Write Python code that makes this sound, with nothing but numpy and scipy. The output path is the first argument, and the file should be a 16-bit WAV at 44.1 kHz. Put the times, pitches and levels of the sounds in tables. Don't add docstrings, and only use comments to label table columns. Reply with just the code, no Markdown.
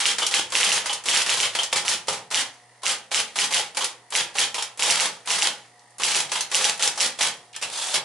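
import sys
import numpy as np
from scipy import signal
from scipy.fft import rfft, irfft, next_fast_len
from scipy.io import wavfile
from scipy.ndimage import uniform_filter1d, map_coordinates

SR = 44100
rng = np.random.default_rng(int(sys.argv[2]) if len(sys.argv) > 2 else 0)


def pcm_store(signal):
    levels = np.round(np.clip(np.atleast_2d(signal), -1, 1) * 32767)
    wavfile.write(sys.argv[1], SR, levels.astype(np.int16).T)


def level_to_linear(level):
    exponent = np.asarray(level, float) / 20
    return 10 ** exponent


N = 354563

# (frequency [Hz], peak level [dB])
MOTOR_LINES = [(120, -62.5), (484, -70), (720, -60), (840, -69), (959, -69), (1012, -80)]
# (frequency [Hz], level per Hz [dB])
MOTOR_AIR = [(20, -45), (60, -36), (200, -5), (330, -7.5), (480, -3), (800, 0.5), (1300, -4.5), (2200, -44),
             (2700, -11.5), (5000, -12), (11500, -17.5)]
# (frequency [Hz], width [Hz], level [dB])
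BELT_PARTS = [(1900, 160, 7.5), (2990, 66, -18), (4400, 240, -11), (6500, 100, -19), (7400, 500, -25),
              (9200, 220, -1)]
# (frequency [Hz], side minus middle [dB])
PORT_WIDTH = [(60, -13), (130, -27), (270, -13.5), (580, -14), (1220, -10), (2600, -7), (5520, -2),
              (11700, 2)]
# (frequency [Hz], time to fall 60 dB [s])
ROOM_DECAY = [(100, 0.71), (700, 0.46), (2000, 0.32), (5000, 0.22), (10000, 0.17)]

# (time [s], peak level [dB], cam trips earlier by [ms], bar is back after [ms])
SLAPS = [(0.055, -4.6, 53.6, 59), (0.3398, -4.5, 29.1, 56), (0.5523, -5.4, 31.3, 56),
         (0.6302, -5.7, 29.8, 62), (0.7179, -5.5, 30.4, 61), (1.0857, -5.4, 29.7, 73),
         (1.1625, -5.9, 28.1, 56), (1.2932, -6.7, 31.2, 56), (1.4017, -6.8, 30.7, 56),
         (1.8802, -6.9, 31, 58), (2.3446, -6.9, 33.1, 65), (2.8646, -7.5, 32.1, 56),
         (3.1449, -6.8, 29.8, 56), (3.3876, -5.8, 30.9, 58), (3.5375, -6.2, 30.7, 63),
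         (4.1517, -6.2, 29.3, 57), (4.3847, -4.5, 31.7, 57), (4.823, -5.5, 30, 89),
         (4.9005, -5.6, 31.8, 56), (4.9989, -5.4, 30, 58), (5.3042, -6.6, 31, 56), (5.4218, -5.6, 39.3, 50),
         (6.0344, -6.9, 36.9, 63), (6.1475, -5.2, 41.5, 56), (6.546, -4.6, 31.2, 56),
         (6.6433, -4.1, 34.3, 53), (6.8244, -4.6, 30.4, 52), (7.0053, -4.1, 30.1, 56),
         (7.221, -7.5, 32.8, 51)]
# (cam level [dB], escapement spring level [dB], fall-back clack level [dB])
KEY_CYCLES = [(-12, -17, -34), (-15.5, -14, -18), (-15, -20, -29), (-11, -15, -30), (-15, -19, -26),
              (-16, -13.5, -28), (-13.5, -26, -19), (-14.5, -17, -34), (-15.5, -15, -22),
              (-17.5, -17.5, -26), (-17.5, -17, -21), (-21.5, -20, -39), (-15.5, -15.5, -18),
              (-16.5, -15, -18), (-18, -14.5, -35), (-18.5, -18, -22), (-17.5, -13.5, -21.5),
              (-15, -19, -36), (-19, -19, -18), (-15.5, -28, -15.5), (-16, -26, -38), (-16, -17, -13.5),
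              (-20, -35, -37), (-14.5, -28, -16), (-17, -39, -35), (-15, -25, -15), (-16.5, -26, -15.5),
              (-18, -28, -19), (-19, -19, -19)]
# (time [s], brightness [dB])
LINE_BRIGHTNESS = [
    (0.4, -7),
    (1.2, -1),
    (4.3, -2),
    (6.9, 5),
]
# (frequency [Hz], level [dB], rise [s], time to fall 60 dB [s], right minus left [dB])
SLAP_MODES = [(2250, -1, .0006, .009, 3), (2870, 4, .0006, .009, 3.5), (3900, -3, .0003, .007, 3),
              (5900, -4, .00005, .007, 3), (7200, -5, .00005, .006, 0), (9800, -12, .00005, .005, -1)]
# (frequency [Hz], level per Hz [dB])
LINKAGE_STEEL = [(350, -15.5), (700, -14.5), (1200, -4.5), (2000, 0.5), (3200, 0.5), (4500, -2),
                 (7000, -5.5), (10000, -9), (11500, -7)]
# (frequency [Hz], width [Hz], level [dB])
LEVER_MODES = [(2190, 45, -29), (3275, 166, 8.5), (4200, 46, -44), (6080, 67, -39.5)]
# (frequency [Hz], width [Hz], level [dB])
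HOUSING_MODES = [(190, 200, -23), (387, 160, -11.5), (538, 113, -5.5), (676, 26, -2.5), (823.5, 52, 0.5),
                 (940, 128, -2), (1160, 460, -8)]

# (time [s], let go after [ms], peak level [dB], spring level [dB])
SPACES = [(0.183, 81.7, -11, -14), (0.8577, 71.1, -13.5, -16), (1.5501, 82.5, -12.5, -12.5),
          (3.7696, 73.6, -12, -19), (4.5432, 80.1, -14.5, -19), (6.317, 89.8, -11.5, -20)]
# (level over the bar [dB], thump [dB], rattle [dB], rattle time to fall 60 dB [s], brightness [dB])
SPACE_STAGES = [
    (-1.14, -18.5, -9, 0.18, -0.4),
    (-2.55, -15, -12, 0.32, -0.1),
    (-1.1, -48, -12, 0.094, 6.5),
]
# (time [s], peak level [dB], thump [dB], rattle [dB], rattle time to fall 60 dB [s])
STOPS = [(0.2305, -30, -27, -13, 0.096), (1.7268, -5.5, -20.5, -10.5, 0.078),
         (1.7584, -13.5, -17.5, -5.5, 0.23), (1.765, -14, -29, -13.5, 0.14), (2.0823, -10, -17, -11, 0.19),
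         (2.1276, -12.5, -22.5, -16.5, 0.26), (2.8537, -12, -34, -8.5, 0.063), (3.524, -9, -38, -13, 0.29),
         (6.0186, -11, -27.5, -9, 0.045), (6.0582, -27, -16, -33, 0.093), (6.369, -23, -15, -25, 0.09),
         (7.2082, -15, -14, -3.5, 0.13), (7.5622, -17, -29.5, -9, 0.047), (7.624, -15, -21, -8.5, 0.15),
         (7.9417, -6, -22.5, -8.5, 0.06), (7.9556, -9, -28, -7, 0.1)]
# (time [s], peak level [dB], pitch [Hz], key travel level [dB])
PRESSES = [(0.5023, -22.5, 7800, -7), (0.843, -27, 2100, 0), (1.0378, -22, 7600, -6),
           (1.535, -26, 3300, -4), (1.716, -30, 2800, 2), (2.071, -30, 7500, 3.5), (2.303, -28, 5800, 0),
           (2.819, -37, 4700, 1), (3.109, -33, 2000, 3), (3.344, -42, 1900, 5), (3.747, -26, 4070, -1),
           (4.1038, -20.5, 9450, -12), (4.342, -34, 7700, 2), (4.7737, -22.5, 10300, -7.5),
           (5.2578, -23.5, 10200, -5.5), (5.9826, -22, 9500, -9), (6.294, -22, 3500, -8),
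           (6.499, -32, 5500, 1), (6.776, -22.5, 8900, -14), (6.955, -31, 1800, 3), (7.174, -36, 3000, 0),
           (7.6131, -25, 3180, 2)]
# (time [s], peak level [dB], pitch [Hz])
BRUSHES = [(2.598, -43, 1980), (2.7457, -44, 1800), (5.252, -32, 1900), (5.6484, -37, 1900),
           (5.793, -38, 5600), (5.905, -40, 9000), (7.529, -33, 7000), (7.533, -29, 3140),
           (7.543, -26, 2600), (7.55, -21.5, 2740), (7.7144, -34, 3300), (7.726, -27, 3000),
           (7.7365, -18, 3800)]

# (time [s], level [dB], pitch [Hz], time to fall 60 dB [s])
CARRIAGE_CLUNK = [
    (7.632, -21, 2600, .06),
]
# (time [s], level [dB])
SLIDE = [
    (7.66, -51.5),
    (7.688, -41.5),
    (7.768, -31),
    (7.87, -29.5),
    (7.934, -31.5),
    (7.945, -24),
]
# (frequency [Hz], level per Hz [dB])
RAIL_NOISE = [(59, -66), (100, -32), (302, -14), (603, -3.5), (895, -2.5), (2130, -4), (3560, 0),
              (4700, -1), (8840, -3.5), (11200, -6.5), (14600, -42), (22000, -120)]
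# (frequency [Hz], width [Hz], level [dB])
ROLLER_MODES = [(920, 99, -9), (2950, 64, 1), (3530, 120, -2), (5600, 150, -3), (8200, 600, -20)]

STEP_S = .0375


def unit(x):
    return x / np.sqrt(np.mean(x ** 2) + 1e-20)


def along(points, hz):
    f, v = np.transpose(points)
    return np.interp(np.log(hz + 1), np.log(f + 1), v)


def filtered(x, response):
    m = next_fast_len(N + SR // 2)
    return irfft(rfft(x, m) * response(np.fft.rfftfreq(m, 1 / SR)), m)[..., :N]


def modes(table, f):
    total = 0
    for k, (centre, width, db) in enumerate(table):
        resonance = 1j * f * width / (centre * centre - f * f + 1j * f * width)
        total = total + (-1) ** k * level_to_linear(db) * resonance
    return total


def ports(pair, spread_db):
    side = filtered(pair[1], lambda hz: level_to_linear(along(PORT_WIDTH, hz) + spread_db))
    return np.array([pair[0] + side, pair[0] - side])


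def add(track, s, piece):
    part = track[..., max(round(s * SR), 0):][..., :piece.shape[-1]]
    part += piece[..., :part.shape[-1]]


def wander(rate):
    return map_coordinates(rng.standard_normal(1000), [np.arange(N) / SR * rate])


def chatter(power, colour, spiky_db):
    sizes = np.repeat(np.minimum(rng.exponential(1, N // 24 + 1), 3.5), 24)[:N]
    clumps = map_coordinates(rng.standard_normal(2000), [np.arange(N) / SR * 200])
    collisions = rng.standard_normal((2, N)) * level_to_linear(spiky_db * sizes + 1.5 * clumps)
    pair = filtered(collisions, colour)
    return np.sqrt(power) * pair / np.std(pair)


def puff(noise, hz, sharp):
    b, a = signal.iirpeak(hz, sharp, SR)
    return unit(signal.lfilter(b, a, signal.lfilter(b, a, noise)))


def strikes():
    return [(s, db, np.interp(s, *np.transpose(LINE_BRIGHTNESS))) for s, db, *_ in SLAPS]


def contacts():
    ms = .001
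    rows = []
    for (s, _, bright_db), (_, _, early_ms, _), (cam_db, *_) in zip(strikes(), SLAPS, KEY_CYCLES):
        rows.append((s - early_ms * ms, cam_db, -32.5 - cam_db, -11, 0.5, 0.9 + 0.17 * bright_db))
    for s, up_ms, db, _ in SPACES:
        for late, (gain_db, *rest) in zip((0, STEP_S, up_ms * ms), SPACE_STAGES):
            rows.append((s + late, db + gain_db, *rest))
    return rows + [(*row, -0.4) for row in STOPS]


def motor():
    t = np.arange(N) / SR
    lines = np.zeros(N)
    for hz, db in MOTOR_LINES:
        lines += level_to_linear(db + 2.2 * wander(9)) * np.sin(2 * np.pi * hz * t + .25 * wander(9))
    air = unit(filtered(rng.standard_normal((2, N)), lambda hz: level_to_linear(along(MOTOR_AIR, hz))))
    flutter_db = 0.98 * wander(120) + 3.5 * np.sin(2 * np.pi * 49 * t + wander(9))
    shaking = level_to_linear(flutter_db) * rng.standard_normal((2, N))
    belt = unit(filtered(shaking, lambda hz: modes(BELT_PARTS, hz)))
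    whirr_db = -47.5
    whirr = level_to_linear(whirr_db - 11.0) * air + level_to_linear(whirr_db - 13.5) * belt
    return lines + ports(whirr, spread_db=0.5)


def linkage():
    power = np.zeros((3, N))
    t = np.arange(SR // 3) / SR
    for (s, db, bright_db), (*_, back_ms), (*_, back_db) in zip(strikes(), SLAPS, KEY_CYCLES):
        hold = back_ms / 1000
        late = np.maximum(t - hold, 0)
        shake = level_to_linear(-24.5 - 60 * late / 0.16) ** 2 * (1 - np.exp(-t / 0.028))
        clack = (t >= hold) * level_to_linear(back_db - 60 * late / .025) ** 2
        add(power, s, (shake + clack) * level_to_linear([[-.15 * bright_db], [0.071 + 0.037 * bright_db], [-11]]) ** 2)
        snap = level_to_linear(db - 19.0 - 60 * t / 0.14) ** 2
        add(power, s - .0048, snap * level_to_linear([[.1], [-2.1], [-9]]) ** 2)
        add(power, s + .0046, snap * level_to_linear([[1.2], [6.5 + 0.11 * bright_db], [-21]]) ** 2)
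    for s, db, thump_db, rattle_db, t60, bright_db in contacts():
        rise = 1 - np.exp(-(t / 0.00073) ** 2)
        knock = rise * level_to_linear(db + thump_db - 3.3 - 60 * t / 0.28) ** 2
        click = level_to_linear(db - 10 - 60 * t / 0.0074) ** 2
        rattle = level_to_linear(db + rattle_db - 60 * t / t60) ** 2
        steel = rise * (click + rattle)
        add(power, s, np.array([steel, steel * level_to_linear(bright_db) ** 2, knock]))

    def low(f):
        return 1 / (1 + (f / 4500) ** 6)

    def levers(f):
        return level_to_linear(along(LINKAGE_STEEL, f)) * (1 + 0.91 * modes(LEVER_MODES, f))

    body = chatter(power[0], lambda f: levers(f) * np.sqrt(low(f)), spiky_db=1.5)
    fizz = chatter(power[1], lambda f: levers(f) * np.sqrt(1 - low(f)), spiky_db=-1.5)
    housing = chatter(power[2], lambda f: modes(HOUSING_MODES, f), spiky_db=4.0)
    return level_to_linear(-3.5) * body + level_to_linear(1.0) * fizz + housing


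def cover_knocks():
    out, t = np.zeros((2, N)), np.arange(SR // 10) / SR
    for s, db, thump_db, *_ in contacts():
        shake = rng.standard_normal((2, len(t)))
        envelope = level_to_linear(db + thump_db - 3.0 - 60 * t / 0.16) * (1 - np.exp(-t / 0.00049))
        add(out, s, envelope * puff(shake, 1003, sharp=1.8))
    return out


def room(x):
    out, size = np.zeros((2, N)), SR // 2
    for start in range(0, N, size):
        hz, t, z = signal.stft(rng.standard_normal((2, SR // 2)), SR, nperseg=256)
        fade = level_to_linear(-60 * t / along(ROOM_DECAY, hz)[:, None])
        tail = signal.istft(z * fade, SR, nperseg=256)[1]
        wet = signal.fftconvolve(x[None, start:start + size], tail / np.linalg.norm(tail[0]), axes=1)
        add(out, start / SR + .006, wet)
    return out


def duck():
    dip_db, t = np.zeros(N), np.arange(SR // 20) / SR
    for s, *_ in SLAPS:
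        add(dip_db, s - .0025, -11 * np.exp(-np.maximum(t - .0045, 0) / .0015))
    return level_to_linear(uniform_filter1d(dip_db, size=20))


def slaps():
    out, t = np.zeros((2, N)), np.arange(SR // 100) / SR
    for s, db, bright_db in strikes():
        ring = np.zeros((2, len(t)))
        for hz, level, rise, t60, lean in SLAP_MODES:
            loud, sharp = rng.standard_normal(2)
            mode_db = level + (hz > 4500) * (bright_db + 1.5) + 1.5 * loud
            swell = level_to_linear(mode_db - 60 * t / t60) * (1 - np.exp(-(t / rise) ** 2))
            tone = np.sin(2 * np.pi * hz * (1 + .035 * sharp) * t)
            ring -= level_to_linear([[-lean / 2], [lean / 2]]) * swell * tone
        add(out, s, level_to_linear(db - .8) * ring / np.abs(ring.mean(axis=0)).max())
    return out


def springs():
    out, t = np.zeros((2, N)), np.arange(SR // 4) / SR
    starts = [(s + .027, db) for (s, *_), (_, db, _) in zip(SLAPS, KEY_CYCLES)]
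    starts += [(s + STEP_S, db) for s, *_, db in SPACES]
    rows = [(s, db, 3120 + 70 * rng.standard_normal(), 0.15) for s, db in starts]
    for s, db, hz, t60 in rows + list(CARRIAGE_CLUNK):
        shake = rng.standard_normal((2, len(t))) + 6 * (t == 0)
        fade = level_to_linear(-60 * t / t60) + level_to_linear(-13 - 60 * t / 0.38)
        add(out, s, level_to_linear(db - 10.5) * fade * puff(shake, hz, sharp=5.9))
    return out


def table_top():
    out, t = np.zeros((2, N)), np.arange(SR // 5) / SR
    rows = [(s + .035, -44.5) for s, *_ in SLAPS]
    rows += [(s + 0.01926, db + thump_db - 11.5) for s, db, thump_db, *_ in STOPS]
    for s, db in rows:
        hz = 171 * level_to_linear(1.4 * rng.standard_normal())
        shake = rng.standard_normal((2, len(t)))
        envelope = level_to_linear(db - 4 - 60 * t / 0.28) * (1 - np.exp(-t / 0.0048))
        add(out, s, envelope * puff(shake, hz, sharp=1.9))
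    return out


def finger_ticks():
    out, t = np.zeros((2, N)), np.arange(SR // 20) / SR
    for s, db, hz, travel_db in list(PRESSES) + [(*brush, -16) for brush in BRUSHES]:
        shake = rng.standard_normal((2, 2, len(t)))
        touch = level_to_linear(-60 * t / .035) * puff(shake[0], hz, sharp=1.3)
        travel = level_to_linear(travel_db - 60 * t / 0.78) * puff(shake[1], 2400, sharp=0.19)
        add(out, s, level_to_linear(db - 10.5) * (1 - np.exp(-t / 0.00065)) * (touch + travel))
    return out


def carriage():
    s, db = np.transpose(SLIDE)
    slide_db = np.interp(np.arange(N) / SR, s, db, -120, -120)
    power = level_to_linear(slide_db + 0.72 * wander(90)) ** 2

    def colour(f):
        return level_to_linear(along(RAIL_NOISE, f)) * (1 + 1.3 * modes(ROLLER_MODES, f))

    return chatter(power, colour, spiky_db=2.0)


def scene():
    machine = linkage() + cover_knocks() + springs() + table_top() + finger_ticks() + carriage()
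    echoes = level_to_linear(-7) * room(machine[0])
    near = ports(machine, spread_db=-4.5) + ports(echoes, spread_db=0.7)
    busy = uniform_filter1d(np.abs(near[0]), size=2000)
    hum = motor() / (1 + 25 * busy)
    return duck() * (near + hum) + slaps()


def band_limit(x):
    return signal.sosfilt(signal.butter(12, 12330, fs=SR, output="sos"), x)


def record(dry):
    held = dry / (1 + np.abs(dry / .8) ** 6) ** (1 / 6)
    top_hz = 11150

    def response(hz):
        edge_hz = [top_hz - 500, top_hz - 100, top_hz + 30, top_hz + 1500]
        treble_limit = level_to_linear(np.interp(hz, edge_hz, [0, -4, -36, -75]))
        bass_cut = hz ** 2 / (hz ** 2 + 75 ** 2)
        return treble_limit * bass_cut

    mix = filtered(held, response) * level_to_linear([[-.3], [.3]])
    return band_limit(mix)


dry = scene()
out = record(dry)
pcm_store(out)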